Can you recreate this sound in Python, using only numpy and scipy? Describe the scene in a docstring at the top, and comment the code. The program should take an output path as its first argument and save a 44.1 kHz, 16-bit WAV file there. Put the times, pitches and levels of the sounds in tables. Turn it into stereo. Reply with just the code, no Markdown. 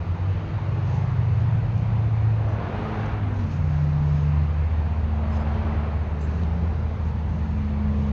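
"""A country rail crossing, with steady highway traffic in the distance, heard by two microphones.
The highway is shaped noise, a low rumble under tyre roar; far truck exhausts are gliding harmonic drones.
On the near road a sports car revs up, passes left to right and drones away; a pickup follows.
Their tyres are swelling noise, the car's exhaust a sum of orders of its firing rate.
Faint rustles and ticks of gritty noise and thin, scratchy chirps sound over the roar."""
import sys
import numpy as np
from scipy import signal
from scipy.fft import rfft, irfft, next_fast_len
from scipy.io import wavfile
from scipy.ndimage import uniform_filter1d, map_coordinates

SR = 44100
rng = np.random.default_rng(int(sys.argv[2]) if len(sys.argv) > 2 else 0)


def store_wav(level_fs):
    """Save 16-bit WAV to argv[1]."""
    pcm = np.round(np.clip(np.atleast_2d(level_fs), -1, 1) * 32767)
    wavfile.write(sys.argv[1], SR, pcm.T.astype(np.int16))


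N = 358091

# density of the highway traffic: time_s, rumble_db, tyre_roar_db, body_db (gain of the roar under 700 Hz)
HIGHWAY_FLOW = [(0, -32, -36, -3.5), (.9, -32.5, -35, -2.5), (1.7, -31, -36.5, -1.5),
                (2.3, -31.5, -36.5, 0), (3.4, -28, -38.5, -3), (4.3, -30.7, -36, -1.8),
                (5.4, -31, -37.5, -0.5), (6.3, -30.3, -37.5, 1.2), (7.3, -28.5, -38.5, 0),
                (8.12, -30.5, -37, 1)]
# spectrum of the distant engines: frequency_hz, density_db (per Hz)
RUMBLE_SPECTRUM = [(20, -43), (30, -22.5), (38, -7), (47, -1), (58, -2.5), (75, 1.5), (100, .5), (125, -3),
                   (155, -5), (190, -9.5), (250, -15.5), (400, -37.5), (900, -69.5)]
# spectrum of the distant tyres: frequency_hz, density_db (per Hz)
ROAR_SPECTRUM = [(120, -17.5), (260, -3), (420, 0), (650, 1.5), (930, 1), (1300, -4), (1800, -8),
                 (2500, -14), (3200, -20.5), (4200, -25), (5300, -32), (6700, -37), (7800, -57.5),
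                 (12000, -72)]
ROAR_PATCHY_DB = 1.4

# engine and tyre notes of passing trucks: loudest_s, half_width_s, flank_steepness,
# pitch_hz (at the loudest), glide_hz_per_s, level_db, side (-1 left to 1 right)
TRUCK_DRONES = [(.15, .3, 3, 162.5, -3.5, -40.5, 0), (.65, 0.37, 2.3, 327.4, -1, -47.5, -.87),
                (1.05, 0.43, 1.7, 96.1, -1.56, -25.5, -.5), (1.4, 0.47, 3, 174.9, -.5, -40.5, .1),
                (1.35, 0.69, 2.5, 143.2, -2.5, -31.5, 0.48), (1.55, .22, 3, 159.8, -1.5, -36, 0),
                (1.87, .14, 3, 190.5, 5.5, -40.5, 0), (2.45, .45, 3.6, 81.33, 0, -33.5, -0.93),
                (2.6, .39, 3, 94.9, 0, -35, -.46), (4.05, 0.37, 3.3, 147.5, 0.25, -23, .31),
                (4.152, 0.48, 2.4, 222.4, -2.5, -45, -.29), (5.5, 1, 2.5, 92.9, 0, -35, .8),
                (5.521, .36, 1.9, 217.7, -2.5, -34, -.3), (5.6, .55, 2.6, 151.4, 0, -39.5, 0.37),
                (6.33, .14, 4, 399.5, -5, -47, .29), (6.5, 0.56, 3, 443.6, -2, -52, 0.31),
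                (6.5, .15, 4.4, 170.6, 0, -31.5, .36), (7.41, 0.12, 4.5, 164.9, -18.5, -33.5, 0.61),
                (8, .2, 3, 455.8, -1, -49, .4), (8.1, .38, 2, 145.5, -2, -35.5, 0.28),
                (8.08, 0.37, 1.4, 209.7, -3, -28.5, 0.28)]
# harmonics of a truck note: multiple (of its pitch), level_db
TRUCK_HARMONICS = [(1, 0), (2, -34)]
# cruising engines fire evenly, but moving air shakes higher notes more
TRUCK_FLUTTER_DB, TRUCK_JITTER_RAD, STEADY_BELOW_HZ = .5, .04, 200
# a slow diesel on the highway: loudest_s, half_width_s, flank_steepness,
# pitch_hz (at the loudest), glide_hz_per_s, level_db
SLOW_DIESEL = (0.54, 2.7, 3.5, 82, -.5, -36.5)
# harmonics of the diesel: multiple (of its pitch), level_db
DIESEL_HARMONICS = [(1, 0.5), (2, -2), (3, -25.5), (4, -14.5), (5, -17.5), (6, -15.5)]
DIESEL_SIDE = -0.62  # -1 left to 1 right
# its overtones die away as it drives off
DIESEL_OVERTONES_DB, DIESEL_DULLING_DB_PER_S = -4.5, 0.5

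# gritty rustles: middle_s, width_s, level_db
RUSTLE_SWELLS = [(.93, .11, -56), (1.4, .04, -59.5), (1.8, 0.056, -61), (2.52, .041, -59.5),
                 (3.04, .13, -63.5), (3.41, .075, -56), (3.535, 0.039, -54.5), (3.75, .2, -61.5),
                 (4.16, .12, -57), (5.361, .029, -53), (6.33, .12, -61), (7.07, 0.037, -63.5),
                 (7.45, 0.25, -62), (8.06, 0.16, -60.5)]
# spectrum of the rustles: frequency_hz, density_db (per Hz)
GRIT_SPECTRUM = [(1200, -11), (2500, 9), (3800, 3.5), (5200, 1.5), (6600, 0), (7800, -21.5), (10000, -26.5),
                 (12000, -40)]
GRIT_PATCHY_DB = 2.2
STIR_DB, STIR_SWING_DB = -75.5, 1.5  # fainter rustling comes and goes between them
# dry ticks: start_s, level_db
DRY_TICKS = [(1.778, -50), (3.061, -51), (3.531, -51.5), (6.434, -44.5)]
# spectrum of a tick: frequency_hz, density_db (per Hz)
TICK_SPECTRUM = [(1500, -11), (2800, 5.5), (3650, 5), (4800, -2.5), (6200, 1.5), (7200, -10), (8500, -29),
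                 (12000, -41.5)]
TICK_T60_S = .026  # time to fall by 60 dB

# faint thin chirps: middle_s, width_s, pitch_hz, level_db
THIN_CHIRPS = [(5.335, 0.023, 5115, -61.5), (5.412, .02, 5040, -60), (6.217, 0.0066, 4760, -59),
               (6.214, 0.009, 6180, -57.5), (6.24, .024, 6450, -66.5), (6.24, .025, 7470, -65)]
# spectrum of the hiss around a chirp: frequency_hz, density_db (per Hz)
PUFF_SPECTRUM = [(3500, 1), (5500, -3), (7500, 3), (8300, -27.5), (9500, -17), (11500, -17.5)]
# the thin upper tone that all chirps share, and the hiss, relative to the chirp
SQUEAK_HZ, SQUEAK_DB, PUFF_DB = 7250, -12, -4

# near vehicles, the car then the pickup: closest_s, reach_s (distance over speed), tyre_db, bass_db,
# treble_db, behind_db (tyres from behind), tailpipe_s (facing us), resonance_hz, chuff_db
NEAR_PASSES = [(2.85, .32, -34.5, -1, 0, -45, 3.42, 249, -38.5),
               (5.54, 0.31, -36, -1.5, -2.5, -46.5, 6.3, 206.6, -37.5)]
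# spectrum of the near tyres: frequency_hz, density_db (per Hz)
TYRE_SPECTRUM = [(100, -10), (250, 1.5), (420, 2), (540, 0.5), (700, 3.5), (1100, -1.5), (1600, -6),
                 (2400, -13), (3300, -19.5), (4500, -28), (6500, -38), (8000, -55.5), (12000, -46.5)]
# coarse asphalt makes the tyre noise grainy
TYRE_PATCHY_DB, TREAD_GRAIN_DB = 1.3, .8
HISS_ABOVE_HZ, HISS_LATE_S = 1700, 0.096  # the tyres' treble peaks just after the closest point
# spectrum of the tyre hiss thrown backwards: frequency_hz, density_db (per Hz)
BEHIND_SPECTRUM = [(200, -9.5), (450, 2.5), (900, 0), (1600, -1), (2400, -10), (3300, -16), (4500, -18.5),
                   (6500, -29), (8000, -47.5), (12000, -56.5)]
BEHIND_S, BEHIND_WIDTH_S = 0.91, 0.67  # it is loudest this long after the pass
# spectrum of the tailpipe: multiple (of the pipe's resonance), density_db (per Hz)
TAILPIPE_SPECTRUM = [(.45, -20.5), (.75, -4.5), (1, 6), (1.2, -4.5), (1.5, -12.5), (2.2, -23), (4.5, -59.5)]

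# the sports car's engine: time_s, firing_rate_hz, exhaust_level_db
CAR_ENGINE = [(0, 88.74, -27.5), (.2, 91.3, -24), (.33, 97.1, -24), (.5, 103.9, -29), (.63, 112.9, -28),
              (.85, 121.7, -26), (1.03, 125.3, -25.8), (1.42, 114.8, -21.5), (1.76, 111.8, -23),
              (2.4, 109.3, -19), (2.65, 104.6, -24.5), (2.87, 107.6, -25.5), (3.1, 106.1, -26),
              (3.35, 99.94, -23.5), (3.55, 89.26, -25.5), (3.8, 81.6, -24.5), (4.6, 78.1, -22),
              (5.3, 76.6, -23.5), (6.2, 75.25, -25.5), (6.8, 80.54, -23), (7.1, 77.38, -25.5),
              (7.55, 76.93, -26.5), (8.12, 77.2, -22.5)]
# orders of the car's exhaust: multiple (of the firing rate), level_db
CAR_EXHAUST_ORDERS = [(1, -1), (1.5, -31.5), (2, -18), (2.5, -28.5), (3, -23.5), (4, -27), (5, -32)]
# the car's deep note drops away briefly: middle_s, half_width_s, depth_db
DEEP_NOTE_DIPS = [(0.431, 0.064, 13), (2.8, 0.24, 10.5)]
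OVERTONES_DB = -36.5  # level of the car's overtones from afar
BARK_S, BARK_WIDTH_S, BARK_DB = 2.9, .5, 16.5  # they swell while the car is closest

# sound from the side reaches the two microphones in and out of step: frequency_hz, likeness (-1 to 1)
MIC_LIKENESS = [(40, .96), (100, .9), (250, .88), (420, .6), (600, 0), (800, -.2), (1100, -.27),
                (1550, -.52), (2000, -.22), (2600, .3), (3400, -.1), (4300, .25), (5400, -.28), (6400, .65),
                (7600, 0)]
# balance of the two microphones: frequency_hz, right_over_left_db
MIC_LEAN = [(170, 2.5), (300, .6), (500, 0), (2400, -.4), (4000, 2.5), (6500, 4.5), (9000, 0)]
# delay between the microphones for a sound from the side; long waves bend round the housing
BASS_LAG_S, TREBLE_LAG_S = 0.00065, 0.00023
SWING_S = 1  # time a near vehicle takes to swing well to one side
TOP_HZ = 11800  # upper band limit


def amp(db):
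    """Decibels to gain."""
    return 10 ** (np.asarray(db) / 20)


def unit(x):
    """Scale to rms 1."""
    return x / np.sqrt(np.mean(x ** 2) + 1e-20)


def clock():
    """The time of every sample in seconds."""
    return np.arange(N) / SR


def along(points, hz):
    """Read (Hz, value) points on a log axis."""
    f, v = np.transpose(points)
    return np.interp(np.log(hz + 1), np.log(f + 1), v)


def curves(rows):
    """One value per sample for each column after the time."""
    s, *columns = np.transpose(rows)
    return [np.interp(clock(), s, column) for column in columns]


def wobble(rate):
    """A smooth random curve, rate knots a second."""
    knots = rng.standard_normal(int(N * rate / SR) + 4)
    return map_coordinates(knots, [clock() * rate], mode="nearest")


def bell(s, width):
    """A smooth rise and fall around time s, 1 at its top."""
    return np.exp(-((clock() - s) / width) ** 2)


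def filtered(x, response):
    """Multiply the spectrum of x by a response of frequency."""
    m = next_fast_len(N + 8192)
    return irfft(rfft(x, m) * response(np.fft.rfftfreq(m, 1 / SR)), m)[..., :N]


def coloured(x, spectrum):
    """x through a (Hz, dB) spectrum, at rms 1."""
    return unit(filtered(x, lambda hz: amp(along(spectrum, hz))))


def rush(spectrum, patchy_db):
    """Wide outdoor noise of rms 1, slightly lumpy: narrow patches of it fade in and out."""
    z = signal.stft(rng.standard_normal((2, N)), nperseg=512)[2]
    field = rng.standard_normal(z.shape[1:])
    field = uniform_filter1d(field, size=2, axis=0)  # neighbouring frequencies
    field = uniform_filter1d(field, size=14, axis=1)  # neighbouring moments
    pair = signal.istft(z * amp(patchy_db * unit(field)), nperseg=512)[1][:, :N]

    def mid_side_gains(hz):
        # this split of mid and side gives the wanted likeness of left and right
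        turn = np.arccos(np.clip(along(MIC_LIKENESS, hz), -1, 1)) / 2
        return np.array([np.cos(turn), np.sin(turn)])

    mid, side = filtered(pair, mid_side_gains)
    return coloured(np.array([mid + side, mid - side]), spectrum)


def placed(x, lag_s):
    """Stereo pair in which the left microphone hears x later by lag_s."""
    t = clock()
    left = np.interp(t - lag_s / 2, t, x)
    right = np.interp(t + lag_s / 2, t, x)
    return np.array([left, right])


def bearing(s):
    """Side of a near vehicle that passes at time s, from -1 left to 1 right."""
    past = clock() - s
    return past / np.hypot(SWING_S, past)


def drive_by(row):
    """Pitch and gain of a far vehicle: its note glides steadily while it swells and fades."""
    s, width, steepness, hz, glide, db = row
    since = clock() - s
    return hz + glide * since, amp(db) / np.hypot(1, np.abs(since / width) ** steepness)


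def exhaust(hz, orders, flutter_db, jitter, overtones_db=0):
    """Orders of a firing rate; uneven firing shakes their strength and phase."""
    phase = 2 * np.pi * (np.cumsum(hz) / SR + rng.random()) + jitter * wobble(22)
    note = np.zeros(N)
    for order, db in orders:
        # reflections off the ground make the overtones fade in and out
        fading_db = overtones_db + 2 * wobble(4) if order > 1 else 0
        note += amp(db + fading_db) * np.sin(order * phase)
    return np.sqrt(2) * note * amp(flutter_db * wobble(13))


def highway():
    """Many engines merge into a rumble, many tyres into a roar; heavy vehicles give the roar more body."""
    rumble_db, roar_db, body_db = curves(HIGHWAY_FLOW)
    roar = rush(ROAR_SPECTRUM, ROAR_PATCHY_DB)
    body = filtered(roar, lambda hz: 1 / (1 + (hz / 700) ** 6))
    roar = roar + (amp(body_db) - 1) * body
    rumble = amp(rumble_db) * rush(RUMBLE_SPECTRUM, patchy_db=0.2)
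    return rumble + amp(roar_db + 0.3 * wobble(7)) * roar


def trucks():
    """Far exhausts drone and beat against each other."""
    hz, gain = drive_by(SLOW_DIESEL)
    overtones_db = DIESEL_OVERTONES_DB - DIESEL_DULLING_DB_PER_S * (clock() - SLOW_DIESEL[0])
    diesel = gain * exhaust(hz, DIESEL_HARMONICS, TRUCK_FLUTTER_DB, TRUCK_JITTER_RAD, overtones_db)
    out = placed(diesel, BASS_LAG_S * DIESEL_SIDE)
    for *row, side in TRUCK_DRONES:
        hz, gain = drive_by(row)
        shake = np.maximum(1, hz / STEADY_BELOW_HZ) ** 2
        drone = exhaust(hz, TRUCK_HARMONICS, shake * TRUCK_FLUTTER_DB, shake * TRUCK_JITTER_RAD)
        out += placed(gain * drone, BASS_LAG_S * side)
    return out


def rustles():
    """Gritty swells of hiss, and dry ticks that start at once and decay exponentially."""
    t = clock()
    swell = amp(STIR_DB + STIR_SWING_DB * wobble(7.7))
    swell = swell + sum(amp(db) * bell(s, width) for s, width, db in RUSTLE_SWELLS)
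    grain = unit(amp(1.7 * wobble(130)))
    ticks = sum(amp(db - 60 * np.abs(t - s) / TICK_T60_S) * (t >= s) for s, db in DRY_TICKS)
    grit = swell * grain * rush(GRIT_SPECTRUM, GRIT_PATCHY_DB)
    return grit + ticks * rush(TICK_SPECTRUM, patchy_db=1.5)


def chirps():
    """Short, high, scratchy notes of unsteady pitch, each in a puff of hiss."""
    def tone(hz):
        unsteady_hz = hz * (1 + 0.013 * wobble(390))
        return np.sin(2 * np.pi * np.cumsum(unsteady_hz) / SR)

    notes, puffs = np.zeros(N), np.zeros(N)
    for s, width, hz, db in THIN_CHIRPS:
        swell = amp(db) * bell(s, width)
        notes += swell * tone(hz)
        puffs += swell
    squeak = amp(SQUEAK_DB) * tone(SQUEAK_HZ)
    hiss = amp(PUFF_DB) * rush(PUFF_SPECTRUM, patchy_db=4.5)
    return notes + puffs * (squeak + hiss)


def near_vehicles():
    """Tyre noise swells, swings left to right and lingers behind; the tailpipe turns to us and chuffs."""
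    t, out = clock(), np.zeros((2, N))
    for s, reach, db, bass_db, treble_db, behind_db, pipe_s, pipe_hz, pipe_db in NEAR_PASSES:
        lag_s = TREBLE_LAG_S * bearing(s)
        tilt = [(350, bass_db), (750, 0.0039), (1400, treble_db)]
        spectrum = [(hz, level + along(tilt, hz)) for hz, level in TYRE_SPECTRUM]
        direct = placed(rush(spectrum, TYRE_PATCHY_DB)[0], lag_s)
        scattered = amp(-9.5) * rush(spectrum, TYRE_PATCHY_DB)
        tread = unit((direct + scattered) * amp(TREAD_GRAIN_DB * wobble(160)))
        body = filtered(tread, lambda hz: 1 / (1 + (hz / HISS_ABOVE_HZ) ** 4))

        def swell(peak_s):
            # trees screen the road on both sides: the swell rises and falls steeply
            return amp(db) / np.hypot(1, np.abs((t - peak_s) / reach) ** 2.2)

        out += swell(s) * body + swell(s + HISS_LATE_S) * (tread - body)
        # tyres throw their hiss backwards
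        behind = placed(coloured(rng.standard_normal(N), BEHIND_SPECTRUM), lag_s)
        out += amp(behind_db) * bell(s + BEHIND_S, BEHIND_WIDTH_S) * behind
        pipe_spectrum = [(k * pipe_hz, level) for k, level in TAILPIPE_SPECTRUM]
        pipe_swell = amp(pipe_db) / np.hypot(1, ((t - pipe_s) / .15) ** 2)
        out += pipe_swell * rush(pipe_spectrum, patchy_db=2.5)
    return out


def sports_car():
    """The exhaust note climbs, barks brightly as the car passes, then falls as it eases off."""
    hz, db = curves(CAR_ENGINE)
    db = db - sum(depth_db * bell(s, width) for s, width, depth_db in DEEP_NOTE_DIPS)
    overtones_db = OVERTONES_DB + BARK_DB * bell(BARK_S, BARK_WIDTH_S)
    # subtracting db keeps the overtones independent of the deep note's level
    note = exhaust(hz, CAR_EXHAUST_ORDERS, flutter_db=.5, jitter=0.022, overtones_db=overtones_db - db)
    return placed(amp(db) * note, BASS_LAG_S * bearing(NEAR_PASSES[0][0]))


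def scene():
    """The far highway, the small sounds over it and the near road."""
    return highway() + trucks() + rustles() + chirps() + near_vehicles() + sports_car()


def record(dry):
    """The right microphone hears more bass and treble; nothing passes above the band limit."""
    soft_ends = np.clip(np.minimum(clock(), clock()[::-1]) / .004, 0, 1)
    return filtered(dry * soft_ends, lambda hz: amp(np.outer([-.5, .5], along(MIC_LEAN, hz))) * (hz < TOP_HZ))


dry = scene()
out = record(dry)
store_wav(out)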